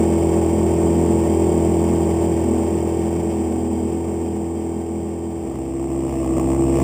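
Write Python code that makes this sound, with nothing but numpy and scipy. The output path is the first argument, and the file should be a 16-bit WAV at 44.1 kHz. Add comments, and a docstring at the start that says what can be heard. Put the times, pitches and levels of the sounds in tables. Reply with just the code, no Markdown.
"""A steady engine and two-blade propeller drone fills a small piston plane's cabin, which booms near 330 Hz.
The drone slowly eases off, then dissolves into a slower, more pulsing one that swells with the rushing air.
Drones are sums of shaft orders; the air is filtered noise, puffed at each firing and lifted by gusts.
Holding the sound at 8000 samples a second mirrors the drone into a thin buzz around 8 kHz."""
import sys
import numpy as np
from scipy import signal
from scipy.fft import rfft, irfft, next_fast_len
from scipy.io import wavfile
from scipy.ndimage import map_coordinates

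SR = 44100
rng = np.random.default_rng(int(sys.argv[2]) if len(sys.argv) > 2 else 0)


def transcribe(signal):
    """Save signal, clipped to [-1, 1], as a 16-bit WAV file at the path in sys.argv[1]."""
    frames = np.atleast_2d(signal).T
    limited = np.clip(frames, -1, 1)
    pcm = np.round(limited * 32767).astype(np.int16)
    wavfile.write(sys.argv[1], SR, pcm)


N = 301203
TIME = np.arange(N) / SR  # s
CHANGE_S = 5.31  # the air starts to change over from cruise to slower running


def amp(db):
    """Decibels to gain."""
    return 10 ** (np.asarray(db) / 20)


def unit(x):
    """Scale to rms 1."""
    return x / np.sqrt(np.mean(x ** 2) + 1e-20)


def curves(rows):
    """One value per sample for each column after the time."""
    seconds, *columns = np.transpose(rows)
    return [np.interp(TIME, seconds, column) for column in columns]


def ramp(start, end):
    """Rises from 0 to 1 between two times in seconds."""
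    return np.clip((TIME - start) / max(end - start, 1e-3), 0, 1)


def wobble(rate):
    """A smooth random curve, rate knots a second."""
    knots = rng.standard_normal(2048)
    coarse = np.arange(0, N + 64, 64)
    smooth = map_coordinates(knots, [coarse * rate / SR], mode="wrap")
    return np.interp(np.arange(N), coarse, smooth)


def eased_db(start, db_per_s):
    """Level that holds, then falls at a steady rate."""
    return -db_per_s * np.maximum(TIME - start, 0)


def coloured(x, spectrum, modes=()):
    """x through a (Hz, dB) spectrum with (Hz, width Hz, dB) resonances on top, at rms 1."""
    m = next_fast_len(N + 8192)
    f = np.fft.rfftfreq(m, 1 / SR)
    hz, db = np.transpose(spectrum)
    gain = amp(np.interp(np.log(f + 1), np.log(hz), db, left=-120, right=-120))
    lift = sum(amp(level) ** 2 / (1 + (2 * (f - centre) / width) ** 2) for centre, width, level in modes)
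    return unit(irfft(rfft(x, m) * gain * np.sqrt(1 + lift), m)[:N])


def ring_phases(db):
    """Minimum phases: they make a row of harmonics one sharp push followed by its ringing."""
    log_gain = np.log(amp(np.r_[np.min(db), db]))
    mirrored = np.r_[log_gain, log_gain[-2:0:-1]]
    return -signal.hilbert(mirrored).imag[1:len(log_gain)]


def partial(turns, order, phase, rough, rate):
    """One shaft order near rms 1, shaken in size and phase by turbulence."""
    angle = 2 * np.pi * order * turns + phase
    in_phase = (1 + rough * wobble(rate)) * np.cos(angle)
    sideways = rough * wobble(rate) * np.sin(angle)
    return np.sqrt(2 / (1 + 2 * rough ** 2)) * (in_phase + sideways)


def interference(speed, early, late, step):
    """Complex gain of an order that exhaust and propeller share: their phase apart follows the speed."""
    uncancelled = 0.064  # share that never cancels
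    null = np.median(speed) + early + (late - early) * ramp(3.8, 4.0)
    return np.sin(np.pi / 2 * (speed - null) / step) + 1j * uncancelled


def cruise():
    """Two firings and two blades a turn give the even orders; unequal cylinders give the odd ones."""
    # Each row: time in seconds, pitch of the boom in Hz; the boom is a shaft order, so it tells the speed
    boom_pitch = [(0.0, 330.2), (0.07, 334.6), (0.55, 332.2), (1.01, 336.3), (1.33, 331.3), (1.59, 335.1),
                  (1.75, 332.5), (1.93, 336.3), (2.11, 332.4), (2.29, 335.2), (2.56, 327.3), (2.71, 332.5),
                  (3.04, 333.3), (3.16, 336.3), (3.48, 327.3), (3.84, 327.6), (3.92, 332.8), (5.2, 333.1)]
    # Strength of the shaft orders before and after the mix shifts. Each row: shaft order, relative level in dB
    early_orders = [(1, -28), (2, -3), (3, -15), (4, -3.5), (5, -10), (6, 0), (7, -18.5), (8, 0.76),
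                    (9, -5.5), (10, -7), (11, -11.5), (12, -18.5), (13, -21.5), (14, -14), (15, -32.5),
                    (16, -20), (17, -21), (18, -24), (19, -23), (20, -18.5), (21, -36.5), (22, -19),
                    (23, -27.5), (24, -31.5), (25, -40), (26, -27.5), (27, -34), (28, -36)]
    late_orders = [(1, -29), (2, -1.5), (3, -12.5), (4, -1.5), (5, -4), (6, 0), (7, -15), (8, 3), (9, -5.5),
                   (10, -4.5), (11, -9), (12, -25.5), (13, -15), (14, -21), (15, -39), (16, -50),
                   (17, -23.5), (18, -14.5), (19, -18), (20, -17.5), (21, -32), (22, -19.5), (23, -25.5),
                   (24, -34.5), (25, -33.5), (26, -28), (27, -39), (28, -29.5)]
    # Orders that exhaust and propeller share. Each row: shaft order, speed where they cancel early,
    # the same late, step from there to adding fully; speeds in turns per s above the median
    cancelling = [(4, -0.59, -0.48, 1.42), (6, 0.015, 0.33, -0.89)]
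    boom_order, firing_level_db = 8, -24.5  # the firing note is the second order
    speed = curves(boom_pitch)[0] / boom_order
    turns = np.cumsum(speed) / SR
    firing_db = firing_level_db + eased_db(start=1.76, db_per_s=2.73)
    early, late = np.array(early_orders)[:, 1], np.array(late_orders)[:, 1]
    shift = ramp(2.92, 2.96)

    def shape(order):
        """Level of an order in dB as the mix shifts from early to late."""
        return early[order - 1] * (1 - shift) + late[order - 1] * shift

    shared = {round(order): interference(speed, *nulls) for order, *nulls in cancelling}
    flips = np.pi / 2 * np.tanh(4 * wobble(5))  # the odd orders flip over by half a cycle at random moments
    stray = flips + 0.38 * wobble(9)  # and their phase wanders a little
    orders = np.arange(1, len(early) + 1)
    smear = 0.08 * orders ** 2  # cabin reflections delay the higher orders and spread each push
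    drone = np.zeros(N)
    for k, phase in enumerate(ring_phases(early) - smear, 1):
        gain = amp(firing_db + shape(k) - shape(order=2)) * shared.get(k, 1)
        if k % 2:
            tone = partial(turns, k, phase + stray, rough=0.21, rate=12)
        elif k <= boom_order:
            # the lowest even orders are clean
            tone = partial(turns, k, phase + np.angle(gain), rough=0.031, rate=13)
        else:
            tone = partial(turns, k, phase, rough=0.05, rate=13)
        drone += np.abs(gain) * tone
    return drone, turns


def slow_running():
    """At the lower speed the firings are even, and the tenth order meets the cabin boom."""
    # Each row: time in seconds, shaft speed in turns per s
    slow_speed = [(5.6, 33.2), (5.866, 33.6), (6.088, 33.5), (6.288, 32.8), (6.59, 33.6), (6.83, 33.4)]
    # Each row: time in seconds, firing level in dB before a small trim, cabin boom level in dB
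    slow_levels = [(5.7, -37, -26.5), (5.85, -35, -24), (6.1, -33.5, -27), (6.5, -29.5, -19.5),
                   (6.83, -27, -19)]
    # Strength of the even orders. Each row: shaft order, relative level in dB
    slow_orders = [(2, -6), (4, -6.5), (6, -23), (8, -5.5), (10, 5), (12, -13), (14, -12), (16, -32.5),
                   (18, -20), (20, -16), (22, -37), (24, -26.5), (26, -39)]
    turns = np.cumsum(curves(slow_speed)[0]) / SR
    firing_db, boom_db = curves(slow_levels)
    shape = np.array(slow_orders)[:, 1]
    drone = np.zeros(N)
    for k, phase in enumerate(ring_phases(shape), 1):
        if k == 5:  # the boom follows its own level
            drone += amp(boom_db) * partial(turns, 2 * k, phase, rough=0.13, rate=25)
        else:
            gain = amp(firing_db + shape[k - 1] - shape[1] + 0.8)  # relative to the fourth order
            drone += gain * partial(turns, 2 * k, phase, rough=min(0.046 * k, 0.2), rate=14)
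    return drone, turns


def cabin_hum():
    """A wavering tone just above the fifth order; the two beat and make the drone throb."""
    centre_hz, waver_hz, level_db = 214.4, 1.07, -27.5
    cycles = np.cumsum(centre_hz + waver_hz * wobble(3.886)) / SR
    gain = amp(level_db + eased_db(start=1.6, db_per_s=3.3))
    return gain * partial(cycles, order=1, phase=0, rough=0.079, rate=5.53)


def puffs(turns, depth, decay, rise):
    """Noise that swells at each firing; rise and decay are shares of the gap to the next."""
    age = 2 * turns % 1
    swell = np.exp(-age / max(decay, 0.02)) * (1 - np.exp(-age / max(rise, 0.005)))
    return (1 + depth * swell) * rng.standard_normal(N)


def gusts():
    """Lift of the roar and of the hiss in dB: each gust of air is a smooth hump."""
    # Each row: centre in seconds, half length in seconds, roar lift in dB, hiss lift in dB
    gust_rows = [(0.852, 0.1, 2.5, 0.2), (5.484, .13, 2, 1.5), (6.123, 0.098, 0.7, 1.8),
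                 (6.386, 0.017, 6.5, 4), (6.83, 0.1, 5.5, 6)]
    lift_db = np.zeros((2, N))
    for centre, length, roar_db, hiss_db in gust_rows:
        hump = np.exp(-((TIME - centre) / length) ** 2)
        lift_db += np.outer([roar_db, hiss_db], hump)
    return lift_db


def cruise_air(turns):
    """Slipstream and exhaust noise, lightly chopped by the firings, shake the cabin and its panels."""
    # Noise colours from low to high. Each row: frequency in Hz, relative density in dB per Hz
    rumble_colour = [(12, -28), (28, -28), (36, -30), (48, -13), (100, -3.5), (150, -5.5), (190, -2.5),
                     (235, 6), (280, 0), (350, 4), (430, -2), (500, -6.5), (700, -34)]
    roar_colour = [(300, -22), (480, -7), (580, 0), (780, -3), (920, -7.5), (1000, -12.5), (1150, -15),
                   (1350, -24.5), (1800, -52)]
    hiss_colour = [(900, -13), (1300, -2.5), (1650, -1), (2000, 2), (2400, 6), (2800, 3.5), (3100, -0.5),
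                   (3350, -6.5), (3650, -5), (4000, -7)]
    # Air modes of the cabin, then its ringing panels. Each row: centre in Hz, width in Hz, lift in dB
    cabin_modes = [(129, 4.5, 7), (171, 7.4, 8), (215.3, 5.7, 5)]
    panel_modes = [(1530, 75, 6.5), (1833, 107, 6.5), (2207, 56, 6.5), (3160, 80, 10.5), (3480, 80, 7)]
    base_db = [[-29.5], [-45.5]]  # roar, hiss; each layer is trimmed from these
    roar_db, hiss_db = gusts() + eased_db(start=2.2, db_per_s=3.19) + base_db
    rumble = amp(roar_db + 3.3) * coloured(rng.standard_normal(N), rumble_colour, cabin_modes)
    flutter = wobble(70)  # no two firings are alike
    roar_puffs = amp(0.82 * flutter) * puffs(turns, depth=1.0, decay=0.42, rise=0.27)
    roar = amp(roar_db - 2.5) * coloured(roar_puffs, roar_colour)
    hiss_puffs = amp(0.85 * flutter) * puffs(turns, depth=0.67, decay=0.37, rise=0.099)
    hiss = amp(hiss_db + 1.6) * coloured(hiss_puffs, hiss_colour, panel_modes)
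    return rumble + roar + hiss


def slow_air(turns):
    """At the lower speed each exhaust puff stands out with a bark and a sharp rasp."""
    # Noise colours from low to high. Each row: frequency in Hz, relative density in dB per Hz
    rumble_colour = [(12, -24), (40, -25), (60, -4), (110, -3), (170, 0.5), (235, 5), (290, -4),
                     (335, 10.5), (380, -4), (450, -8), (700, -37)]
    roar_colour = [(300, -23), (480, 5), (580, 4.5), (740, 2.5), (880, -1.5), (980, -7.5), (1120, -2),
                   (1260, -14.5), (1400, -21), (1800, -54)]
    rasp_colour = [(900, -29), (1300, -13), (1600, -2), (2050, 3.5), (2250, 3), (2600, 4.5), (3100, -1),
                   (3400, -4.5), (4000, -11)]
    # The bark of each exhaust stroke. Each row: frequency in Hz, filter gain in dB
    bark_colour = [(600, -25), (850, -4), (1000, -4.5), (1130, -8), (1260, -12.5), (1400, -31), (1700, -52)]
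    base_db = [[-37], [-50.5]]  # roar, hiss at the changeover; each layer is trimmed from these
    swell_db = 3.5 * (TIME - CHANGE_S)  # 3.5 dB per s
    roar_db, hiss_db = gusts() + swell_db + base_db
    rumble = amp(roar_db + 6.0) * coloured(rng.standard_normal(N), rumble_colour)
    roar = amp(roar_db + 0.1) * coloured(puffs(turns, depth=6.5, decay=0.15, rise=0.043), roar_colour)
    # the steep front of each puff comes a little early or late, strong or weak
    age = 2 * (turns + 0.0009 * wobble(60)) % 1
    fronts = amp(2.6 * wobble(66)) * np.exp(-age / 0.0049)
    bark = amp(roar_db - 10.0) * coloured(fronts, bark_colour)
    crack = amp(hiss_db - 6.0) * coloured(fronts, rasp_colour)
    rasp = amp(hiss_db - 2.5) * coloured(puffs(turns, depth=1.9, decay=0.03, rise=0.013), rasp_colour)
    return rumble + roar + bark + crack + rasp


def scene():
    """The cruise drone dissolves into the slower one under the rush of air."""
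    fast, fast_turns = cruise()
    slow, slow_turns = slow_running()
    drone = (fast + cabin_hum()) * (1 - ramp(5.35, 5.85)) + slow * ramp(5.3, 5.57)
    slowed = ramp(CHANGE_S, 6.38)
    air = np.sqrt(1 - slowed) * cruise_air(fast_turns) + np.sqrt(slowed) * slow_air(slow_turns)
    return (drone + air)[None]


def record(dry):
    """Each coarse sample is held until the next; the steps mirror the sound around 8 and 16 kHz."""
    hold_hz, top_hz = 8000, 15400  # nothing passes above the top
    coarse = signal.resample_poly(dry, hold_hz, SR, axis=1)
    held = np.repeat(coarse, 6, axis=1)
    steps = signal.resample_poly(held, SR, 6 * hold_hz, axis=1)[:, :N]
    m = next_fast_len(N + 8192)
    passed = np.fft.rfftfreq(m, 1 / SR) < top_hz
    return irfft(rfft(steps, m) * passed, m)[:, :N]


dry = scene()
out = record(dry)
transcribe(out)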